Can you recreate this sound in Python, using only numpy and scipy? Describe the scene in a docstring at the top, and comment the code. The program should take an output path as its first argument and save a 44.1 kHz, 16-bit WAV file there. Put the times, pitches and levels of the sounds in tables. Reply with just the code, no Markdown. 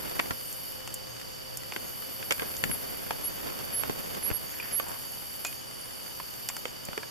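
"""Outdoors at night beside a lamp-lit sheet, heard through a small handheld camera's stereo microphone.
Up close, insects thud on the cloth and their hard shells crack, tick and ring on the things around it.
A few very high chirps pass close by; farther out, crickets and a high katydid chorus fill the dark.
Fingers rustle on the camera body, and the lamp's supply hums faintly in the steady night air."""
import sys
import numpy as np
from scipy import signal
from scipy.fft import rfft, irfft, next_fast_len
from scipy.io import wavfile

SR = 44100
rng = np.random.default_rng(int(sys.argv[2]) if len(sys.argv) > 2 else 0)


def wav_record(signal):
    """Record a signal, one row per channel, as 16-bit PCM in the file named by sys.argv[1]."""
    frames = np.transpose(np.atleast_2d(signal))
    bounded = np.clip(frames, -1, 1)
    # unit amplitude maps onto the largest positive 16-bit level
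    quanta = np.round(bounded * 32767).astype(np.int16)
    wavfile.write(sys.argv[1], SR, quanta)


N = 313110
EDGE_HZ = 15700  # top of the microphone's range
# how alike the two microphone ports hear: (frequency [Hz], left-right likeness [-1..1])
LIKENESS = [(40, -0.46), (300, -0.79), (740, -0.61), (2000, -0.063), (3300, 0.39), (5500, 0.51),
            (13000, -0.29)]


def knocks(thud_t60=0.026, crack_t60=0.018, splinter_db=-14):
    """Insects hit the sheet: the cloth gives a damped thud, the hard shell a shorter crack on top."""
    # (time [s], thud level [dB], thud centre [Hz], crack level [dB], left-right likeness [-1..1])
    hits = [(0.1934, -30, 560, -28.5, -0.33), (0.1973, -38, 850, -25.5, 0.34),
            (0.3073, -29, 1090, -50, -0.43), (0.875, -45, 895, -42.5, 0.99),
            (1.7217, -40, 666, -38.5, 0.93), (1.7619, -34.5, 390, -32.5, 0.024),
            (2.227, -50, 590, -39, 0.23), (2.308, -32.5, 620, -25, -0.45), (2.3148, -29, 500, -34, -0.24),
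            (2.3215, -37, 546, -26, -0.71), (2.396, -45, 900, -32.5, -0.56), (2.42, -31, 400, -40, -0.71),
            (2.6383, -36, 800, -24.5, -0.11), (2.7135, -47, 700, -37, 0.41),
            (3.1075, -29.5, 590, -35, -0.25), (3.835, -34.5, 860, -35, -0.24),
            (3.8962, -31, 450, -46, -0.38), (4.302, -36, 393, -39, 0.18), (4.313, -39, 702, -42, 0.7),
            (4.798, -32.5, 600, -32.5, -0.7), (5.4482, -34.5, 1110, -44.5, 1), (6.2, -37, 930, -57, 0.94),
            (6.489, -40, 1030, -38, 0.97), (6.4991, -40.5, 1200, -47, 0.87), (6.5665, -43, 1150, -43.5, 1),
            (6.654, -37, 710, -33.5, -0.22), (6.886, -41.5, 500, -46, 0.28), (6.931, -41, 700, -43, -0.21),
            (6.9767, -33, 520, -33.5, -0.23), (7.0314, -40, 950, -50, 0.79)]
    out = np.zeros((2, N))
    for s, thud_db, hz, crack_db, likeness in hits:
        thud = burst(hz / 1.44, hz * 1.44, thud_t60, likeness, order=1)
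        crack = burst(1300, 3000, crack_t60, likeness, snap=0.17)
        splinter = gain_of(splinter_db) * burst(7000, 8800, crack_t60, likeness, order=1, snap=2.9)
        add(out, s, gain_of(thud_db) * thud + gain_of(crack_db) * (crack + splinter))
    return out


def shell_ticks(top_db=-3, ring_db=-8, ring_hz=7200):
    """Shells and legs make light, bright ticks, and each sets a thin ring going."""
    # (time [s], level [dB], centre [Hz])
    ticks = [(0.527, -41, 9500), (0.875, -42.5, 8000), (0.942, -34, 9000), (1.572, -37, 8400),
             (2.3083, -36.5, 4500), (2.3224, -34, 6100), (2.639, -37.5, 8600), (2.567, -42, 5450),
             (4.8847, -43.5, 8700), (5.449, -34, 5100), (5.466, -40.5, 6000), (6.488, -31, 6260),
             (6.566, -40.5, 6600), (6.852, -42.5, 8400)]
    out = np.zeros((2, N))
    for s, db, hz in ticks:
        body = burst(hz / 1.53, hz * 1.53, t60=0.024, likeness=1, order=4, rise=0.0001, snap=1.7)
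        top = gain_of(top_db) * burst(hz, EDGE_HZ, t60=0.002, likeness=0.8, order=1)
        ring = gain_of(ring_db) * burst(ring_hz / 1.04, ring_hz * 1.04, t60=0.067, likeness=1)
        add(out, s, gain_of(db) * (body + top + ring))
    return out


def pings(rattle_rad=0.35):
    """Hard things by the sheet ring briefly when hit, with a slight rattle."""
    # (time [s], pitch [Hz], level [dB], t60 [s])
    rings = [(0.198, 970, -25.5, 0.03), (2.396, 1610, -30, 0.056), (3.108, 850, -22, 0.021),
             (4.6, 2420, -25.5, 0.031), (4.799, 1150, -24.5, 0.035), (5.4502, 2492, -31, 0.14),
             (5.467, 6891, -35, 0.065), (6.655, 491, -32.5, 0.068), (6.979, 443, -32, 0.063)]
    t, out = np.arange(SR // 4) / SR, np.zeros((2, N))
    for s, hz, db, t60 in rings:
        phase = 2 * np.pi * hz * t + rattle_rad * drift(hz / 2, len(t))
        add(out, s, gain_of(db) * decay(t, t60) * np.sin(phase))
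    return out


def bumps():
    """Some blows land as soft, low bumps."""
    # (time [s], level [dB], centre [Hz], t60 [s])
    blows = [(0.305, -33, 80, 0.054), (2.695, -29.5, 160, 0.064), (3.896, -29.5, 170, 0.019),
             (4.311, -27.5, 66, 0.04), (6.886, -36.5, 120, 0.0185)]
    out = np.zeros((2, N))
    for s, db, hz, t60 in blows:
        add(out, s, gain_of(db) * burst(hz / 1.64, hz * 1.64, t60, read(LIKENESS, hz), order=1))
    return out


def clacks(t60=0.003, left_lag_s=0.00018, left_db=-4.5):
    """A shell hits squarely: a hard swing of pressure, gone in a few cycles, at the right port first."""
    # (time [s], level [dB], pitch [Hz])
    square_hits = [(0.198, -10, 2450), (2.3084, -11, 2600), (2.3162, -19.5, 970), (2.6391, -2.5, 2200)]
    out = np.zeros((2, N))
    t = np.maximum(np.arange(SR // 4) / SR - np.array([[left_lag_s], [0]]), 0)
    for s, db, hz in square_hits:
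        add(out, s, gain_of(db) * np.sin(2 * np.pi * hz * t) * decay(t, t60))
    return out * gain_of([[left_db], [0]])


def patter(count=55, pat_db=-47, tick_db=-58, scatter_db=4):
    """Small insects brush the sheet at random: a faint pat with a fine tick of legs."""
    out = np.zeros((2, N))
    for when, octaves, force in rng.uniform(-1, 1, (count, 3)):
        hz = 1300 * 2 ** octaves
        pat = gain_of(pat_db) * burst(hz / 2, hz * 2, t60=0.025, likeness=-0.04, order=1)
        tick = gain_of(tick_db) * burst(7400, 8000, t60=0.0071, likeness=1)
        add(out, (when + 1) / 2 * N / SR, gain_of(scatter_db * force) * (pat + tick))
    return out


def scuffs(grain_db=4, grain_hz=220):
    """Dry, grainy scrapes swell and fade as legs and wings catch on the weave."""
    # (middle [s], half length [s], centre [Hz], level [dB])
    scrapes = [(0.468, 0.092, 9200, -46.5), (2.425, 0.02, 900, -41), (2.69, 0.063, 168, -36.5),
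               (4.634, 0.16, 1940, -45), (4.9, 0.064, 900, -40.5), (5.875, 0.32, 10000, -48.5)]
    t, out = np.arange(N) / SR, np.zeros((2, N))
    grain = evened(gain_of(grain_db * drift(grain_hz, N)))
    for middle, half_length, hz, db in scrapes:
        swell = np.exp(-((t - middle) / half_length) ** 2)
        out += gain_of(db) * swell * band(hz, width=min(2.7 * hz, 3000))
    return out * grain


def high_chirps(curve_hz_per_s2=95000, reach_hz=270, waver_hz=35, rough_db=0.6):
    """Very high, nearly pure strokes dip and rise in pitch as they pass close to the microphone."""
    # (time [s], length [s], level [dB], lowest pitch [Hz], place of the dip [share of length],
    #  left over right at the start [dB], left over right at the end [dB])
    strokes = [(2.703, 0.053, -32, 11190, .25, -3, 12), (3.231, 0.064, -32, 11240, .2, 18.5, -22),
               (3.721, 0.11, -30.5, 11170, 0.38, 10, -27), (4.221, 0.085, -30.5, 11180, 0.056, -2, -18),
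               (4.328, 0.053, -32.5, 11300, .55, -19, -25), (4.715, 0.097, -29, 11180, .25, -1, -21)]
    out = np.zeros((2, N))
    for s, length, db, low_hz, dip_at, pan_start, pan_end in strokes:
        size = int(length * SR)
        progress = np.linspace(0, 1, size)
        bend_hz = curve_hz_per_s2 * ((progress - dip_at) * length) ** 2
        hz = low_hz + reach_hz * np.tanh(bend_hz / reach_hz) + waver_hz * drift(400, size)
        tone = np.sqrt(2) * np.sin(2 * np.pi * np.cumsum(hz) / SR)
        level = gain_of(db + rough_db * drift(250, size)) * signal.windows.tukey(size, 0.51)
        pan_db = pan_start + (pan_end - pan_start) * progress
        sides = gain_of([pan_db / 2, -pan_db / 2])
        add(out, s, tone * level * sides / sides.mean(0))
    return out


def whine(middle_s=5.97, half_length_s=0.12, hz=9840, climb_hz_per_s=600, db=-50, fuzz_hz=45):
    """One insect's thin whistle swells and fades, climbing a little."""
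    t = np.arange(N) / SR - middle_s
    tone = np.sin(2 * np.pi * (hz + climb_hz_per_s * t / 2) * t)
    swell = np.exp(-(t / half_length_s) ** 2)
    return gain_of(db) * swell * drift(fuzz_hz, N) * tone


def katydids(far_db=-48.5, rasp_db=1.94, rasp_hz=130, wander_hz=45):
    """Far katydids rasp throughout; nearer ones join for a while, each on its own wandering pitch."""
    # one katydid's rasp, with a narrow ring near its top: (frequency [Hz], spectral level [dB])
    rasp_spectrum = [(7500, -22.5), (10400, -11), (11600, -3), (12650, -4.5), (12960, -1), (13300, -3.5),
                     (14500, -29), (15000, -59)]
    # the nearer singers: (start [s], end [s], level [dB], rise [s], pitch shift [Hz])
    songs = [(-0.1, 0.777, -41.5, .1, -31.5), (1.653, 4.85, -42, 0.56, 10), (2.24, 2.853, -42.5, .2, -150),
             (4.803, 5.58, -42, .15, -330), (5.88, 6.64, -45, 0.68, 91)]
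    out = gain_of(far_db) * wash(rasp_spectrum)
    for start, end, db, rise_s, shift_hz in songs:
        shifter = np.exp(2j * np.pi * np.cumsum(shift_hz + wander_hz * drift(2, N)) / SR)
        analytic_rasp = signal.hilbert(wash(rasp_spectrum), next_fast_len(N))[:, :N]
        level = gate(start, end, rise_s, fall_s=0.13) * gain_of(db + rasp_db * drift(rasp_hz, N))
        out += level * (analytic_rasp * shifter).real
    return out


def crickets(flutter_db=1.0, uneven_db=2.5, slip_s=0.03, chirp_s=0.16):
    """Many far crickets blur into fluttering bands; two nearer ones chirp, each to its own loose beat."""
    # far trills: (centre [Hz], width [Hz], level [dB])
    trills = [(2972, 270, -55), (4577, 330, -53), (4646, 184, -53), (4830, 170, -56), (5400, 470, -58.5)]
    # nearer crickets: (first chirp [s], period [s], pitch [Hz], level [dB])
    chirpers = [(0.215, .537, 6670, -58.5), (0.38, .74, 6540, -58.5)]
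    t, far, near = np.arange(N) / SR, np.zeros((2, N)), np.zeros((2, N))
    for hz, width, db in trills:
        far += gain_of(db) * evened(band(hz, width) * gain_of(flutter_db * drift(60, N)))
    for first_s, period_s, hz, db in chirpers:
        beat = (t - first_s + slip_s * drift(1, N)) / period_s
        off_beat_s = (beat - np.round(beat)) * period_s
        chirps = np.exp(-(2 * off_beat_s / chirp_s) ** 4)
        near += gain_of(db + uneven_db * drift(1.4, N)) * chirps * band(hz, width=85)
    return lean_right(far, db=1.1) + near


def handling(still_db=-53, lumpy_db=2.5, slip_count=150, slip_db=-3, scatter_db=4):
    """Fingers rustle low and unevenly on the camera body; the skin catches and slips in small ticks."""
    # the rustle: (frequency [Hz], spectral level [dB])
    rustle_spectrum = [(25, -3), (60, 0), (250, 3.5), (520, 2.5), (1000, -5), (1800, -8), (3000, -12),
                       (12000, -24.5)]
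    # the hand shifts its grip: (start [s], end [s], level [dB])
    grips = [(-0.1, 0.33, -40), (1.7, 4.95, -48.5), (2.38, 3.6, -44.5), (3.4, 4.35, -42)]
    shifts = [gain_of(db) * gate(start, end, rise_s=0.034, fall_s=0.073) for start, end, db in grips]
    level = np.sqrt(gain_of(still_db) ** 2 + np.sum(np.square(shifts), axis=0))  # powers add
    rub = wash(rustle_spectrum) * gain_of(lumpy_db * drift(38, N))
    for when, octaves, force in rng.uniform(-1, 1, (slip_count, 3)):
        hz = 560 * 2 ** octaves
        slip = burst(hz / 2, hz * 2, t60=0.015, likeness=read(LIKENESS, hz), order=1)
        add(rub, (when + 1) / 2 * N / SR, gain_of(slip_db + scatter_db * force) * slip)
    return lean_right(level * rub, db=1)


def lamp(move_start_s=1.5, move_end_s=5.5, moved_db=-6):
    """The fuzzy hum of the lamp's supply weakens as the camera moves."""
    # (centre [Hz], width [Hz], level [dB])
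    hum_bands = [(120.5, 11, -55), (522.6, 64, -52)]
    level = gain_of(np.interp(np.arange(N) / SR, [move_start_s, move_end_s], [0, moved_db]))
    return level * sum(gain_of(db) * band(hz, width) for hz, width, db in hum_bands)


def night_air(db=-44.5):
    """The steady hush of the open air lies behind everything."""
    # (frequency [Hz], spectral level [dB])
    air_spectrum = [(25, -6), (60, 3.5), (160, 4), (900, -1), (2000, -7), (5500, -9.5), (7000, -11),
                    (9500, -11), (14400, -20.5), (15000, -64)]
    return gain_of(db) * wash(air_spectrum)


def surroundings(x, t60=0.13, wet_db=-20, gap_s=0.004, cutoff_hz=6000):
    """The ground and things nearby add weak, dull reflections."""
    t = np.arange(SR // 3) / SR
    tail = rng.standard_normal((2, len(t))) * decay(t, t60) * (t > gap_s)
    tail = signal.sosfilt(signal.butter(1, cutoff_hz, fs=SR, output="sos"), tail)
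    return x + gain_of(wet_db) * signal.fftconvolve(x, tail / np.linalg.norm(tail[0]), axes=1)[:, :N]


def gain_of(db):
    """Decibels to amplitude."""
    return 10 ** (np.asarray(db) / 20)


def lean_right(x, db):
    """Lowers the left channel and raises the right, each by db."""
    return x * gain_of([[-db], [db]])


def evened(x):
    """Scales to an rms of 1."""
    return x / np.sqrt(np.mean(x ** 2) + 1e-20)


def read(points, hz):
    """Reads a table on a log-frequency axis."""
    f, value = np.transpose(points)
    return np.interp(np.log(hz + 1), np.log(f + 1), value)


def add(mix, s, sound):
    """Mixes a sound in at time s."""
    part = mix[:, max(round(s * SR), 0):][:, :sound.shape[-1]]
    part += sound[..., :part.shape[1]]


def decay(t, t60):
    """Gain that falls 60 dB in t60 seconds."""
    return np.exp(-np.log(1000) * t / t60)


def gate(start, end, rise_s, fall_s):
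    """Gain that rises, holds at 1 and falls."""
    t = np.arange(N) / SR
    return np.clip(.5 + (t - start) / rise_s, 0, 1) * np.clip(.5 + (end - t) / fall_s, 0, 1)


def drift(rate_hz, size):
    """Random wander of rms 1, with changes up to about the given rate."""
    padded = next_fast_len(size)
    hz = np.fft.rfftfreq(padded, 1 / SR)
    spectrum = rfft(rng.standard_normal(padded)) * np.exp(-(hz / rate_hz) ** 2)
    return evened(irfft(spectrum, padded))[:size]


def spread(pair, likeness):
    """Two unrelated signals become left and right with the given likeness."""
    likeness = np.clip(likeness, -.98, .98)
    mid, side = np.sqrt((1 + likeness) / 2) * pair[0], np.sqrt((1 - likeness) / 2) * pair[1]
    return np.array([mid + side, mid - side])


def noise(shape):
    """Stereo noise of rms 1 whose amplitude spectrum is shape(Hz)."""
    size = next_fast_len(N)
    hz = np.fft.rfftfreq(size, 1 / SR)
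    white = spread(rfft(rng.standard_normal((2, size))), read(LIKENESS, hz))
    return evened(irfft(white * shape(hz), size)[:, :N])


def wash(spectrum):
    """Broad noise with a tabled spectrum."""
    return noise(lambda hz: gain_of(read(spectrum, hz)))


def band(centre, width):
    """Noise in one steep resonance."""
    return noise(lambda hz: 1 / (1 + (3.3 * (hz - centre) / width) ** 2))


def burst(low_hz, high_hz, t60, likeness, order=2, rise=0.00017, snap=0):
    """A dying puff of band noise with the energy of 10 ms at rms 1; snap adds a spike at contact."""
    t = np.arange(SR // 4) / SR
    contact = np.exp(-t / rise)
    envelope = (1 - contact) * decay(t, max(t60, rise)) + snap * contact
    bandpass = signal.butter(order, [low_hz, min(high_hz, EDGE_HZ)], "band", fs=SR, output="sos")
    pair = signal.sosfilt(bandpass, rng.standard_normal((2, len(t))) * envelope)
    return spread(pair / np.linalg.norm(pair, axis=1, keepdims=True), likeness) * np.sqrt(SR / 100)


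def scene():
    """Impacts at the sheet and their reflections, over the small sounds nearby and the night chorus."""
    night = night_air() + crickets() + katydids() + high_chirps() + whine()
    nearby = lamp() + handling() + scuffs()
    impacts = lean_right(knocks() + shell_ticks() + pings() + bumps(), db=0.7)
    return night + nearby + surroundings(impacts + clacks() + patter())


def record(dry):
    """The camera's microphone cuts two narrow notches and loses the very top."""
    # dead bands: (centre [Hz], width [Hz])
    dead_bands = [(3975, 284), (7900, 240)]
    hz = np.fft.rfftfreq(N, 1 / SR)
    dips = [1 - np.exp(-(2 * (hz - centre) / width) ** 2) for centre, width in dead_bands]
    notched = irfft(rfft(dry) * np.prod(dips, axis=0), N)
    band_limit = signal.firwin(255, EDGE_HZ, window=("kaiser", 9), fs=SR)
    return signal.oaconvolve(notched, band_limit[None], "same")


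dry = scene()
out = record(dry)
wav_record(out)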